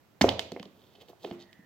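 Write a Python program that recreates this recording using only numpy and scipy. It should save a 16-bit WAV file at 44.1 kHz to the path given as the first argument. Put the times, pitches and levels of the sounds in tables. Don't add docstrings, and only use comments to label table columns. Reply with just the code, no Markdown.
import sys
import numpy as np
from scipy import signal
from scipy.fft import rfft, irfft, next_fast_len
from scipy.io import wavfile
from scipy.ndimage import map_coordinates

SR = 44100
rng = np.random.default_rng(int(sys.argv[2]) if len(sys.argv) > 2 else 0)


def unload_audio(sound):
    columns = np.transpose(np.atleast_2d(sound))
    steps = np.round(np.clip(columns, -1, 1) * 32767)
    wavfile.write(sys.argv[1], SR, steps.astype(np.int16))


def field_ratio(decibels):
    return 10 ** (np.asarray(decibels, dtype=float) / 20)


N = 72765

# (frequency [Hz], relative level [dB])
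EDGE_MODES = [(1850, 1.5), (2100, 1), (2600, -4), (3080, 1), (3300, -0.5), (3700, 1.5), (4350, 3),
              (5000, 1), (6300, -1), (7700, -1), (11200, -4.5), (12900, -10.5)]
# (frequency [Hz], left-right likeness [-1 to 1])
PORT_LIKENESS = [(150, 1), (600, 0.69), (2000, 0.1)]


def unit(x):
    return x / np.sqrt(np.mean(x ** 2) + 1e-20)


def along(points, hz):
    f, v = np.transpose(points)
    return np.interp(np.log(hz + 1), np.log(f + 1), v)


def filtered(x, response):
    m = next_fast_len(x.shape[-1] + 8192)
    spectrum = rfft(x, m) * response(np.fft.rfftfreq(m, 1 / SR))
    return irfft(spectrum, m)[..., :x.shape[-1]]


def wobble(rate):
    knots = rng.standard_normal(int(N * rate / SR) + 4)
    return map_coordinates(knots, [np.arange(N) * rate / SR])


def paired(pair, alike):
    turn = lambda hz: np.arccos(np.clip(along(alike, hz), -1, 1)) / 2
    mid, side = filtered(pair, lambda hz: np.array([np.cos(turn(hz)), np.sin(turn(hz))]))
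    return np.array([mid + side, mid - side])


def noise(spectrum):
    return unit(filtered(rng.standard_normal(N), lambda hz: field_ratio(along(spectrum, hz))))


def favour(hz, centre_hz, breadth):
    octaves = np.abs(np.log2((hz + 1) / centre_hz))
    return field_ratio(-9 * (octaves / breadth) ** 1.3)


def struck(blows, modes, attack_cycles, crack_db, floor=0):
    mode_scatter_db, port_scatter_rad_per_khz, crack_t60_s = 1.5, .07, .012
    out, t = np.zeros((3, N + SR)), np.arange(SR // 2) / SR
    hz, level, t60 = np.transpose(modes)[:, :, None]
    for s, db, centre_hz, breadth in blows:
        near = lambda f: favour(f, centre_hz, breadth) + floor
        scatter, skew = rng.standard_normal((2, *hz.shape))
        decay = field_ratio(level + mode_scatter_db * scatter - 60 * t / t60)
        body = decay * near(hz) * (1 - np.exp(-t * hz / attack_cycles))
        shift = port_scatter_rad_per_khz * hz / 1000 * skew
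        ring = np.array([(body * np.sin(2 * np.pi * hz * t + side * shift)).sum(axis=0) for side in (1, -1)])

        hiss = paired(filtered(rng.standard_normal((2, len(t))), near), PORT_LIKENESS)
        crack = unit(hiss) * field_ratio(crack_db - 60 * t / crack_t60_s) * (1 - np.exp(-t * centre_hz))
        direct = ring / np.abs(ring).max() + crack

        pulse = filtered(signal.unit_impulse(len(t), round(SR / centre_hz)), near)
        spread = unit(pulse) * np.sqrt(np.mean(direct ** 2))
        out[:, round(s * SR):][:, :len(t)] += field_ratio(db) * np.vstack([direct, spread])
    return out[:, :N]


def room_tone():
    # (frequency [Hz], relative level [dB per Hz])
    air = [(15, -77), (25, -14.5), (97, -0.5), (962, -15), (16000, -37)]
    likeness = [(100, 0.48), (1000, 0.33), (8000, .1)]  # (frequency [Hz], left-right likeness)
    return field_ratio(-64.5) * paired(np.array([noise(air), noise(air)]), likeness)


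def edge_clicks():
    # (time [s], level of the ring's peak [dB], favoured pitch [Hz], breadth [octaves])
    clicks = [(.211, -18, 1290, 1.34), (.2145, -9, 1980, 1.13), (.2205, -20, 5830, 0.26),
              (.2902, -13.5, 3240, 0.57), (.3932, -17, 3150, 0.79), (.5187, -33.5, 3600, 0.88),
              (.5637, -42, 2180, 0.36), (.5968, -34, 2690, 0.577), (.628, -38.5, 2900, 1.04),
              (.654, -44.5, 3300, 0.54), (1.0845, -47.5, 3300, 0.75), (1.247, -34, 2700, 0.42),
              (1.301, -51, 4440, .9), (1.3115, -40, 2640, 0.58), (1.323, -52.5, 3100, 0.38),
              (1.529, -45.5, 2424, 1.04)]
    t60_s, snap_floor_db = .014, -35.5
    modes = [(hz, db, t60_s) for hz, db in EDGE_MODES]
    return struck(clicks, modes, attack_cycles=1.2, crack_db=-9, floor=field_ratio(snap_floor_db))


def shell_knocks():
    # (time [s], level of the ring's peak [dB], favoured pitch [Hz])
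    knocks = [(0.2117, -13.5, 913), (.214, -14.5, 254.6), (0.228, -21, 201), (.2405, -16, 618),
              (.2432, -7, 507), (.286, -16.5, 748), (.3935, -27, 570), (.519, -33.5, 550),
              (0.522, -31.5, 293), (0.563, -30.5, 518), (.5735, -36, 558), (0.5982, -39.5, 506),
              (.601, -36.5, 225), (0.63, -42, 1074), (.658, -41, 284.6), (0.951, -53, 600),
              (.985, -49, 475), (1.031, -50.5, 700), (1.085, -61, 600), (1.0935, -47, 648),
              (1.1017, -48.5, 520), (1.132, -46, 682), (1.2424, -37, 543), (1.2461, -29.5, 624),
              (1.25, -29.5, 430), (1.3115, -33.5, 620), (1.314, -33, 216), (1.592, -47, 224)]
    # (frequency [Hz], relative level [dB])
    shell = [(130, 4), (200, 5), (255, -1), (410, 10), (520, 8.5), (665, 12.5), (800, 9.5), (1010, 8)]
    t60_cycles, breadth_oct = 13, .42
    modes = [(hz, db, t60_cycles / hz) for hz, db in shell]
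    blows = [(*knock, breadth_oct) for knock in knocks]
    return struck(blows, modes, attack_cycles=.6, crack_db=-18)


def table_thuds():
    # (time [s], level of the ring's peak [dB])
    thuds = [(0.215, -29.5), (0.244, -28.5)]
    # (frequency [Hz], relative level [dB], time to fall 60 dB [s])
    table = [(86, 0, .6), (112, -4, .45)]
    blows = [(s, db, 100, 2) for s, db in thuds]
    return struck(blows, table, attack_cycles=1.1, crack_db=-58.5)


def room(x):
    # (frequency [Hz], time to fall 60 dB [s])
    reverberation = [(100, .6), (400, .5), (2000, .48), (6000, .38), (11000, .2)]
    predelay_s = .004
    hz, t, z = signal.stft(rng.standard_normal((2, SR)), SR, nperseg=256)
    fading = z * field_ratio(-60 * t / along(reverberation, hz)[:, None])
    tail = paired(signal.istft(fading, SR, nperseg=256)[1], PORT_LIKENESS)
    late = np.pad(x, (round(predelay_s * SR), 0))[None]
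    return signal.fftconvolve(late, tail / np.linalg.norm(tail[0]), axes=1)[:, :N]


def hands():
    # (middle [s], length [s], hiss level [dB], rumble level [dB], favoured pitch [Hz])
    scrapes = [(.9, 0.36, -72.5, -66, 3500), (0.956, 0.01, -59, -62.5, 3230),
               (1.016, 0.023, -55, -63, 3240), (1.097, 0.033, -63, -55.5, 3860),
               (1.239, 0.028, -56.5, -62.5, 3960), (1.268, .12, -63.5, -63, 3820),
               (1.415, 0.039, -56.5, -90, 3870)]
    # (frequency [Hz], relative level [dB per Hz])
    rumble_colour = [(60, -17.5), (130, -6), (450, -5), (900, -16), (1800, -35.5)]
    breadth_oct, edge_q = .62, 22
    s, length, hiss_db, rumble_db, pitch_hz = np.transpose(scrapes)[:, :, None]
    swell = np.exp(-(2 * (np.arange(N) / SR - s) / length) ** 2)

    grain = field_ratio(3 * wobble(450))
    edge = lambda f: np.sqrt(sum(1 / (1 + (2 * edge_q * (f / hz - 1)) ** 2) for hz, _ in EDGE_MODES))
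    hiss = 0
    for centre_hz, level in zip(pitch_hz, field_ratio(hiss_db) * swell):
        colour = lambda f: edge(f) * favour(f, centre_hz, breadth_oct)
        rub = filtered(rng.standard_normal((2, N)) * grain, colour)
        hiss = hiss + unit(paired(rub, [(1000, 1.0)])) * level

    bumps = field_ratio(4 * wobble(60))
    rumble = unit(noise(rumble_colour) * bumps) * (field_ratio(rumble_db) * swell).sum(axis=0)
    return hiss + rumble


def bowl_rings():
    # (time [s], level of the ring's peak [dB])
    taps = [(1.256, -40), (1.316, -39)]
    # (frequency [Hz], relative level [dB], time to fall 60 dB [s])
    bowl = [(199, -3, .15), (349, 0, .38), (420, -8, .15)]
    blows = [(s, db, 280, 2) for s, db in taps]
    return struck(blows, bowl, attack_cycles=0.52, crack_db=-18)


def narrow_hiss():
    from_s, rise_s = 1.335, 0.21
    settled_hz, fall_hz, width_hz = 1860, 300, 190
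    rise = np.clip((np.arange(N) / SR - from_s) / rise_s, 0, 1)
    band = filtered(rng.standard_normal((2, N)), lambda hz: np.exp(-(hz / width_hz) ** 2))
    phase = 2 * np.pi * np.cumsum(settled_hz + fall_hz * (1 - rise) ** 2) / SR
    hiss = unit(band[0] * np.cos(phase) + band[1] * np.sin(phase))
    return field_ratio(-68.5) * hiss * np.sqrt(rise)


def scene():
    # (frequency [Hz], angle between the ports [rad])
    port_angle = [(100, 0.05), (3600, .5), (5000, 1.5)]
    air = room_tone()
    blows = edge_clicks() + shell_knocks() + table_thuds() + bowl_rings()
    skin = hands()
    near = blows[:2] + skin
    spread = blows[2] + skin[0]
    ports = lambda hz: np.exp(.5j * along(port_angle, hz) * np.array([[1], [-1]]))
    return filtered(near, ports) + field_ratio(-10.5) * room(spread) + narrow_hiss() + air


def low_pass(x):
    return signal.sosfilt(signal.butter(12, 16440, fs=SR, output="sos"), x)


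def record(dry):
    # (frequency [Hz], left over right [dB])
    lean = [(60, -4.5), (300, -1.5), (1200, -4), (3500, -6), (8000, -3)]
    # (frequency [Hz], gain [dB])
    mic = [(7000, 1.5), (9800, -2), (13000, 7.5)]
    low_cut_hz, top_hz = 52, 16300

    def response(hz):
        gain = field_ratio(along(lean, hz) * np.array([[.5], [-.5]]) + along(mic, hz))
        return gain / (1 - 1j * low_cut_hz / (hz + 1)) ** 3 * (hz < top_hz)

    mix = filtered(dry, response)
    return low_pass(mix)


dry = scene()
out = record(dry)
unload_audio(out)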